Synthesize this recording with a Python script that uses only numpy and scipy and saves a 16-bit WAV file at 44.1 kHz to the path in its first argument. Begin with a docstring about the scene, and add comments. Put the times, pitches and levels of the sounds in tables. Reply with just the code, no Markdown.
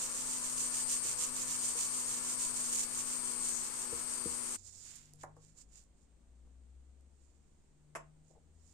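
"""A drill at the bench, on the left, spins a wire wheel against a brass tube: rotor orders, gear tones,
fan noise and flicked bristles. On the right sandpaper goes to and fro, about six strokes a second, as gritty
noise; soft bumps are struck frame modes. The work cuts off: gloved handling is slipping noise, the brass
piece knocks, rings and scuffs on the wood, and a distant engine speeds up through the room's resonances."""
import sys
import numpy as np
from scipy import signal
from scipy.fft import rfft, irfft, next_fast_len
from scipy.io import wavfile
from scipy.ndimage import map_coordinates

SR = 44100
rng = np.random.default_rng(int(sys.argv[2]) if len(sys.argv) > 2 else 0)


def wrap_up_sound(samples):
    """Save the sound to the file named by the first command line argument, as 16-bit audio."""
    columns = np.atleast_2d(samples).T
    # keep every value between -1 and 1, then stretch to whole-number steps
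    tamed = np.clip(columns, -1, 1)
    steps = np.round(tamed * 32767).astype(np.int16)
    wavfile.write(sys.argv[1], SR, steps)


N = 384993
TIME = np.arange(N) / SR
CUT_S = 4.565  # work stops


def amp(db):
    """Decibels to gain."""
    return 10 ** (np.asarray(db) / 20)


def unit(x):
    """Scale to rms 1."""
    return x / np.sqrt(np.mean(x ** 2) + 1e-20)


def curve(rows):
    """(t/s, value) rows to one value per sample, linear between rows."""
    return np.interp(TIME, *np.transpose(rows))


def along(points, hz):
    """Interpolate each column of (f/Hz, ..) points on a log frequency axis."""
    f, *columns = np.transpose(points)
    return np.array([np.interp(np.log(hz + 1), np.log(f), column) for column in columns])


def wobble(rate_hz):
    """Smooth random curve through rate_hz normal knots a second."""
    knots = rng.standard_normal(int(N * rate_hz / SR) + 4)
    return map_coordinates(knots, [TIME * rate_hz], mode="nearest")


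def swell(middle_s, length_s):
    """Gaussian rise and fall of height 1, 1/e at half a length from the middle."""
    return np.exp(-(2 * (TIME - middle_s) / length_s) ** 2)


def pan(side_db):
    """Left and right gains for a left-minus-right level."""
    return amp([[side_db / 2], [-side_db / 2]])


def filtered(x, response):
    """Multiply the spectrum of x by response(hz)."""
    m = next_fast_len(N + 8192)
    return irfft(rfft(x, m) * response(np.fft.rfftfreq(m, 1 / SR)), m)[..., :N]


def coloured(x, spectrum):
    """Shape white stereo excitation of rms 1 to a left and a right spectrum."""
    return filtered(x, lambda hz: amp(along(spectrum, hz)) * np.sqrt(SR / 2))


def resonances(modes, f):
    """Complex response of (f/Hz, width/Hz, level/dB) resonances, signs alternating."""
    total = 0
    for k, (centre, width, db) in enumerate(modes):
        bandpass = 1j * f * width / (centre * centre - f * f + 1j * f * width)
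        total = total + (-1) ** k * amp(db) * bandpass
    return total


def air(alike_hz):
    """Stereo noise, nearly alike in both ears well below alike_hz and unrelated well above."""
    a, b = rng.standard_normal((2, N))
    side = filtered(b, lambda hz: np.sqrt(.5 - .45 / (1 + hz / alike_hz)))
    mid = filtered(a, lambda hz: np.sqrt(.5 + .45 / (1 + hz / alike_hz)))
    return np.array([mid + side, mid - side])


def grit(per_second, spread_db, hiss):
    """Random snags of uneven size over a bed of noise, stereo, rms 1."""
    sizes = amp(spread_db * np.minimum(rng.exponential(size=N), 4))
    snags = (rng.random(N) < per_second / SR) * sizes
    signed = unit(snags * rng.choice([-1, 1], (2, N)))
    return unit(signed + hiss * rng.standard_normal((2, N)))


def ring(modes, t, scatter_db):
    """Decaying sines of struck (f/Hz, level/dB, t60/s) modes, strengths redrawn each blow."""
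    total = 0
    for k, (hz, db, t60) in enumerate(modes):
        decay = amp(db + rng.normal(0, scatter_db) - 60 * t / t60)
        total = total + (-1) ** k * decay * np.sin(2 * np.pi * hz * t)
    return total


def add(track, s, sound):
    """Mix a sound into a track at s seconds."""
    part = track[:, round(s * SR):][:, :sound.shape[-1]]
    part += sound[..., :part.shape[-1]]


# Workshop reverberation: f/Hz, t60/s
ROOM_DECAY = [(200, .38), (900, .29), (1800, .21), (3000, .27), (12000, .09)]


def echo(x):
    """Room tail: noise whose bands each decay at their own t60, convolved with x."""
    hz, t, z = signal.stft(rng.standard_normal((2, SR // 2)), SR, nperseg=256)
    decay = amp(-60 * t / along(ROOM_DECAY, hz).T)
    tail = signal.istft(z * decay, SR, nperseg=256)[1]
    delayed = np.pad(tail / np.linalg.norm(tail[0]), ((0, 0), (256, 0)))
    return signal.fftconvolve(x, delayed, axes=1)[:, :N]


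# Wheel pressure, also drives the motor whine: t/s, relative level/dB
PRESSURE = [(0.0, 2), (0.15, -3), (0.45, 7), (0.95, 16), (1.22, 3), (1.44, -2), (1.6, 11.5), (1.97, 12),
            (2.2, 4), (2.42, 10.5), (2.7, 11), (2.9, 6), (3.2, 9.5), (3.55, 12.5), (3.72, -3), (3.95, 7),
            (4.25, 9.5), (4.55, 4)]
# Sharp wheel resonances: f/Hz, width/Hz, relative level/dB
WHEEL_MODES = [(4490, 450, -14), (8370, 230, 7.5), (9140, 370, -4.5)]


def wire_wheel(turn):
    """Bristles flick the brass, thickest once a rotor turn, and ring in narrow bands."""
    bunch = (.5 + .5 * np.cos(turn)) ** 6
    flicks = grit(800 + 2200 * bunch, spread_db=2, hiss=.3) * (1 + .5 * bunch)
    zing = unit(filtered(flicks, lambda hz: resonances(WHEEL_MODES, hz) / (1 + (hz / 10500) ** 12)))
    # broader rasp as the wheel rides over the tube's end
    scraping = grit(2400, spread_db=-0.5, hiss=0.39)
    scrape = unit(filtered(scraping, lambda hz: resonances([(6730, 1400, 0)], hz) ** 2))
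    rasp = swell(3.56, 0.098) * scrape
    return pan(side_db=18.5) * (amp(curve(PRESSURE) - 63) * zing + amp(-46.5) * rasp)


# Rotor turning rate: t/s, f/Hz
ROTOR_RATE = [(0.0, 123.6), (0.22, 126.1), (0.45, 125.1), (0.58, 123.8), (0.72, 125.6), (0.92, 126.1),
              (1.14, 123), (1.39, 126.6), (1.76, 123.4), (1.95, 125.8), (2.13, 123.1), (2.36, 125.2),
              (2.52, 123.4), (2.85, 122.5), (3.13, 124.7), (3.25, 123), (3.44, 122.8), (3.6, 120.6),
              (3.76, 123.2), (3.95, 122.3), (4.13, 123.7), (4.32, 122.2), (4.55, 123.6)]
# Rotor hum: multiple of turning rate, relative level/dB at start, relative level/dB at cut
HUM_ORDERS = [(1, -68.5, -73), (3, -77, -66.5), (4, -68.5, -69), (5, -71, -81), (7, -72, -72),
              (8, -66.5, -69), (9, -68.5, -68.5), (10, -71, -72), (11, -73, -70.5), (14, -72.5, -77),
              (18, -73, -71)]
# Drone at twice the turning rate: t/s, relative level/dB
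DRONE_LEVEL = [(0, -63), (.13, -61), (.97, -58.5), (1.13, -68), (1.33, -58.5), (1.65, -59.5), (1.76, -65),
               (1.96, -59.5), (3.57, -59.5), (3.66, -65.5), (3.85, -61), (4.43, -60), (4.55, -60.5)]
# Motor whine: multiple of turning rate, relative level/dB
WHINE_ORDERS = [(35, -74.5), (38, -69.5), (66, -55.5), (68, -57.5), (69, -56), (73, -61.5), (74, -58.5)]
# Steady gear and housing tones: f/Hz, relative level/dB
GEAR_TONES = [(224, -81), (300, -75.5), (401, -79), (431, -81.5)]
# Fan rush spectrum: f/Hz, left level/dB per Hz, right level/dB per Hz
RUSH_SPECTRUM = [(20, -74.5, -95), (61.6, -99, -83), (210, -86, -94.5), (790, -87.5, -95),
                 (1060, -82, -87.5), (1660, -86, -95), (2590, -90.5, -90.5), (3600, -93, -96),
                 (6850, -84, -84.5), (8530, -70, -87.5), (10560, -92, -101), (11160, -88, -100),
                 (12640, -94.5, -100), (14850, -105, -105)]
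HUM_FADE_DB, WHINE_FADE_DB = 3.096, 1.68  # slow level wander of each order
WAVER_RAD = .6  # quick phase unsteadiness of each order
RIGHT_LAG_S = 0.00016  # drill reaches the right microphone later


def drill():
    """Rotor orders hum and whine over gear tones and fan rush; the wire wheel rides along."""
    turn = 2 * np.pi * np.cumsum(curve(ROTOR_RATE)) / SR
    # the dragging wheel shakes the rotor, blurring high orders most
    shaken = turn + .07 * wobble(9) + .011 * wobble(45)

    def tone(k, db):
        phase = WAVER_RAD * wobble(26) + rng.uniform(0, 2 * np.pi)
        return amp(db) * np.sin(k * shaken + phase)

    drone = amp(curve(DRONE_LEVEL) + 0.6 * wobble(8.2)) * np.sin(2 * shaken)
    hum = whine = gears = 0
    for k, first_db, last_db in HUM_ORDERS:
        level_db = np.interp(TIME, [0, CUT_S], [first_db, last_db])
        hum = hum + tone(k, level_db + HUM_FADE_DB * wobble(9))
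    for k, db in WHINE_ORDERS:
        whine = whine + tone(k, db + .5 * curve(PRESSURE) + WHINE_FADE_DB * wobble(9))
    for hz, db in GEAR_TONES:
        gears = gears + amp(db + 1.53 * wobble(5.9)) * np.sin(2 * np.pi * hz * TIME + .5 * wobble(15))
    tones = amp(-1.5) * pan(side_db=21.5) * (drone + hum + whine + gears)
    rush = unit(air(alike_hz=910) + 0.5 * grit(900, spread_db=-2.0, hiss=0.41))
    sound = tones + coloured(rush, RUSH_SPECTRUM) + wire_wheel(turn)
    return filtered(sound, lambda hz: np.exp(-2j * np.pi * hz * [[0], [RIGHT_LAG_S]]))


# Sanding strokes: turn t/s, force level/dB, lean to stroke end/dB, drag kept through the turn/0-1
STROKES = [(-.04, -0.5, 0, 0.2), (.115, -3.5, 0.5, 0.47), (.255, -1, 0, 0.73), (.41, -3.5, -2, 0.66),
           (.555, 2, -2, 0.5), (.705, 0.5, 0, 0.3), (.855, 3, -2, 0), (1.01, 1.5, 0, 0.1),
           (1.158, 2.5, -2.5, 0.04), (1.32, 0, 1.5, .06), (1.46, 1, -1, 0.5), (1.6, 0, -1, 0.6),
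           (1.755, 1, -2, 0.55), (1.91, -1.5, -0.5, 0.64), (2.05, 0.5, -1, 0.5), (2.214, -1, 1.5, 0.4),
           (2.362, 0.5, -1.5, 0.2), (2.53, -1.5, 0, 0.26), (2.685, 4, 0, 0.86), (2.88, -4.5, 5.5, 0),
           (3.045, -2, -2, 0.3), (3.21, -5.5, 0, 0), (3.375, -2, 1, 0.2), (3.545, -6, 3, 0.4),
           (3.715, -5.5, 1, 0), (3.885, -10, 1.5, 0), (4.055, -5.5, 0, 0), (4.225, -7.5, 2, 0),
           (4.4, -8, 1, 0.4), (4.58, 10, 0, 0.2)]
# Sandpaper spectrum: f/Hz, left relative level/dB, right relative level/dB
PAPER_SPECTRUM = [(200, -115, -105), (1000, -111.5, -101), (2860, -88.5, -88.5), (3550, -93.5, -88),
                  (5350, -87, -83), (6280, -77, -76.5), (6910, -95, -69.5), (7530, -85, -69),
                  (7700, -79, -75.5), (8200, -80, -73.5), (9520, -79, -87.5), (10750, -99, -91.5),
                  (12600, -92.5, -91.5), (15100, -100, -104)]
SNAG_SPREAD_DB = 3  # uneven catch of the grains


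def sandpaper():
    """Paper slows at each turn, bites quickly and catches more grains the faster it moves."""
    turns, force_db, lean_db, drags = np.transpose(STROKES)
    travel = np.interp(TIME, turns, np.arange(len(turns)))
    speed = np.abs(np.sin(np.pi * travel))
    drag = np.interp(TIME, turns, np.clip(drags, 0, 1))
    bite = drag + (1 - drag) * np.tanh(1.7 * speed ** 1.6)
    stroke_db = np.interp(travel - .5, np.arange(len(turns)), force_db)
    push_db = stroke_db - lean_db[travel.astype(int)] * np.sin(2 * np.pi * travel)
    force = amp(push_db + 1.1 * wobble(90))
    grains = grit(1200 + 2500 * speed, spread_db=SNAG_SPREAD_DB, hiss=1.0)
    return force * bite * coloured(grains, PAPER_SPECTRUM)


# Dull bumps on the bench: t/s, level/dB
THUMPS = [(1.049, -47), (1.752, -48), (3.925, -37.5), (4.256, -32.5), (5.136, -61), (5.368, -59),
          (6.469, -63), (7.956, -48), (8.304, -58), (8.367, -58)]
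# Bench frame modes: f/Hz, relative level/dB, t60/s
FRAME_MODES = [(75, -14, .2), (125, -11, .09), (196, -5, .035), (335, -4, .06), (472, 0, .08)]


def bumps():
    """Soft blows of hand and tools set the bench frame ringing, with a rounded onset."""
    out, t = np.zeros((2, N)), np.arange(SR // 4) / SR
    onset = 1 - np.exp(-t / 0.0048)
    for s, db in THUMPS:
        add(out, s, amp(db) * pan(side_db=2.5) * ring(FRAME_MODES, t, scatter_db=4.5) * onset)
    return out + amp(-13) * echo(out)


# Glove slides on brass: middle t/s, length/s, hiss relative level/dB, dull rub relative level/dB
SLIDES = [(4.56, 0.08, -2.5, -18), (4.673, 0.1, -3, -33), (4.773, 0.17, -3.5, -28), (4.9, 0.18, -2.5, 1.5),
          (5.04, 0.21, -17, -7), (5.221, 0.049, -8, -2), (5.462, 0.13, -15.5, -12),
          (5.601, 0.063, -5.5, -7), (5.773, 0.11, -9, -6.5), (6.015, 0.09, -26, -37),
          (7.24, 0.18, -28.5, -35), (7.47, 0.43, -34, -36), (8.296, 0.096, -22.5, -33),
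          (8.73, 0.24, -16.5, -18)]
# Leather hiss spectrum: f/Hz, left relative level/dB, right relative level/dB
GLOVE_SPECTRUM = [(200, -108, -108), (800, -109, -108), (1500, -111, -108), (2900, -110, -106),
                  (4930, -108, -91), (6330, -108, -87.5), (7100, -104, -78), (8740, -89.5, -92),
                  (9600, -104, -101), (10900, -113, -109), (14600, -115, -115)]
HOLD_DB = -38.5  # rustle while only holding, relative to the slides
FLUTTER_DB = 1.3  # unevenness of the sliding


def glove():
    """Leather slides on brass in small slips with sharper creaks; a firm slide adds a duller rub."""
    creaks = grit(130, spread_db=15.0, hiss=0)
    slips = unit(grit(1500, spread_db=-5, hiss=1.0) + 0.16 * creaks)
    hissing, rubbing = amp(HOLD_DB), 0
    for s, length, hiss_db, rub_db in SLIDES:
        hissing = hissing + amp(hiss_db) * swell(s, length)
        rubbing = rubbing + amp(rub_db) * swell(s, length)
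    dull = grit(830, spread_db=2.5, hiss=0.96)
    rub = unit(filtered(dull, lambda hz: resonances([(2460, 6100, 0)], hz) ** 2))
    flutter = amp(FLUTTER_DB * wobble(45))
    return flutter * (hissing * coloured(slips, GLOVE_SPECTRUM) + amp(-66.5) * rubbing * rub)


# Distant engine firing rate: t/s, f/Hz
FIRING_RATE = [(4.6, 45.6), (5.6, 52.8), (7.1, 68.1), (8.73, 81.3)]
# Bass room resonances: f/Hz, width/Hz, relative level/dB
BOOMS = [(54.3, 1.8, -56), (64.5, 6.1, -50), (80.2, 2, -59.5), (91.4, 4.1, -56.5), (101, 3.8, -61),
         (151.5, 5.8, -53), (246.6, 14.6, -67.5)]


def engine():
    """Engine orders climb through the room's resonances and swell in each."""
    firing = curve(FIRING_RATE)
    turn = 2 * np.pi * np.cumsum(firing) / SR

    def boom(hz):
        peaks = sum(amp(db) / (1 + ((hz - centre) / width) ** 2) ** 2 for centre, width, db in BOOMS)
        return amp(-80) + peaks

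    orders = 0
    for k, db in enumerate([-4.5, -7.5, -6.5, -10.0, -9.0], 1):
        orders = orders + amp(db + 1.26 * wobble(3.6)) * boom(k * firing) * np.sin(k * turn)
    return pan(side_db=5.5) * orders


# Background spectrum: f/Hz, left level/dB per Hz, right level/dB per Hz
QUIET_SPECTRUM = [(20, -88.5, -85), (59.4, -84.5, -88), (103, -95.5, -100), (210, -95.5, -101.5),
                  (420, -104, -106), (805, -111, -113), (1490, -118, -117), (5540, -125, -123),
                  (6900, -122, -115), (8720, -112, -115), (9000, -128, -128), (13200, -140, -140)]


def quiet_room():
    """Steady background noise, nearly alike in both ears in the bass."""
    return coloured(air(alike_hz=450), QUIET_SPECTRUM)


# Brass piece contacts: t/s, wood knock relative level/dB, metal click relative level/dB,
# left-minus-right level/dB, freedom to move and ring/0-1, knock brightness f/Hz
CONTACTS = [(4.9565, -78, -38.5, -8, .1, 890), (4.9598, -78, -39.5, -8, .1, 890),
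            (5.136, -68, -44, -10, .1, 700), (5.1585, -82, -53, -10, .1, 900),
            (5.2345, -39, -42, -1, .26, 1700), (5.366, -59, -63, -3, 0.4, 1500),
            (6.47, -69, -68, 2, .1, 1100), (7.009, -83, -59, -1, .1, 900),
            (7.9512, -41, -44, 0, 0.93, 3000)]
# rim chatter: first gap of a free piece, each gap over the last, most rebounds, loss per rebound in a tight grip
CHATTER_S, CHATTER_GROWS, REBOUNDS, GRIP_LOSS_DB = 0.0028, 1.15, 4, 15


def touches():
    """Each contact with its rebounds: the freer the piece, the faster and longer it chatters."""
    for s, knock_db, click_db, side_db, free, bright_hz in CONTACTS:
        free = np.clip(free, .05, 1)
        for k in range(1 + round(REBOUNDS * free)):
            loss_db = GRIP_LOSS_DB * (1 - free) * k
            yield s, knock_db - loss_db, click_db - loss_db, side_db, free, bright_hz
            s += CHATTER_S / free * CHATTER_GROWS ** k * rng.uniform(.85, 1.15)


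# Wooden bench top modes: f/Hz, relative level/dB, t60/s
BENCH_MODES = [(267, -15, .08), (352, -8, .08), (440, -10, .07), (556, 0, .06), (603, -3, .06),
               (654, 1.5, .065), (752, 1.5, .06), (800, -2, .055), (915, -4, .055), (1010, -3, .06),
               (1120, 0, .04), (1260, -2, .035), (1580, -3, .024), (1850, -4, .02), (3050, -17, .06)]
# Brass tube modes, split into close pairs by the seam: f/Hz, relative level/dB, t60/s
BRASS_MODES = [(5230, -22.5, .09), (6217, -16, .13), (6262, -24, .1), (7318, -18, .17), (7385, -24, .11),
               (7760, -21, .16), (8480, -19, .06)]
SCATTER_DB = 1.5  # spread of bench mode strengths from blow to blow


def brass_piece():
    """Contacts knock the wood, click and ring the tube; soft ones are dull, the glove chokes the ring."""
    out, t = np.zeros((2, N)), np.arange(SR // 3) / SR
    edge = signal.butter(2, [6000, 11000], "bandpass", fs=SR, output="sos")
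    crowd = signal.butter(2, [520, 2100], "bandpass", fs=SR, output="sos")
    for s, knock_db, click_db, side_db, free, bright_hz in touches():
        # the board's crowded modes merge into a short clack
        clack = 4.44 * amp(-60 * t / 0.031) * signal.sosfilt(crowd, rng.standard_normal((2, len(t))))
        dulling = signal.butter(5, bright_hz, fs=SR, output="sos")
        wood = signal.sosfilt(dulling, clack + 0.41 * ring(BENCH_MODES, t, SCATTER_DB))
        crack_decay = amp(-60 * t / (0.0021 + 0.045 * free))
        crack = 1.25 * crack_decay * signal.sosfilt(edge, rng.standard_normal((2, len(t))))
        tube = np.array([ring(BRASS_MODES, t, scatter_db=2) for _ in range(2)])
        grip = free * amp(-60 * t / .1 * (1 / free - 1))
        add(out, s, pan(side_db) * (amp(knock_db) * wood + amp(click_db) * (crack + grip * tube)))
    out = filtered(out, lambda hz: 1 / (1 + (hz / 12500) ** 6))
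    return out + amp(-9.5) * echo(out)


# Rim scuffs as the hand lets go: middle t/s, length/s, level/dB, rub centre f/Hz
SCUFFS = [(8.311, .022, -62, 500), (8.34, .02, -67, 450), (8.359, .016, -62.5, 780),
          (8.381, .018, -64, 560)]


def scuffs():
    """The tube's rim catches and slips on the wood, and the board answers with a low rub."""
    out = np.zeros((2, N))
    for s, length, db, centre_hz in SCUFFS:
        slips = unit(air(alike_hz=3000) + 1.2 * grit(500, spread_db=11, hiss=0))
        rub = unit(filtered(slips, lambda hz: resonances([(centre_hz, 300, 0)], hz) / (1 + (hz / 950) ** 6)))
        out += amp(db) * swell(s, length) * rub
    return out + amp(-20) * echo(out)


def scene():
    """Loud work, a sudden cut, then quiet handling."""
    working = np.clip((CUT_S - TIME) / 0.0083 + .5, 0, 1)  # 8.3 ms crossfade
    work = drill() + sandpaper()
    handling = glove() + engine() + quiet_room()
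    return working * work + bumps() + (1 - working) * handling + brass_piece() + scuffs()


TOP_HZ = 15550


def record(dry):
    """Remove everything from the band limit up."""
    return filtered(dry, lambda hz: hz < TOP_HZ)


dry = scene()
out = record(dry)
wrap_up_sound(out)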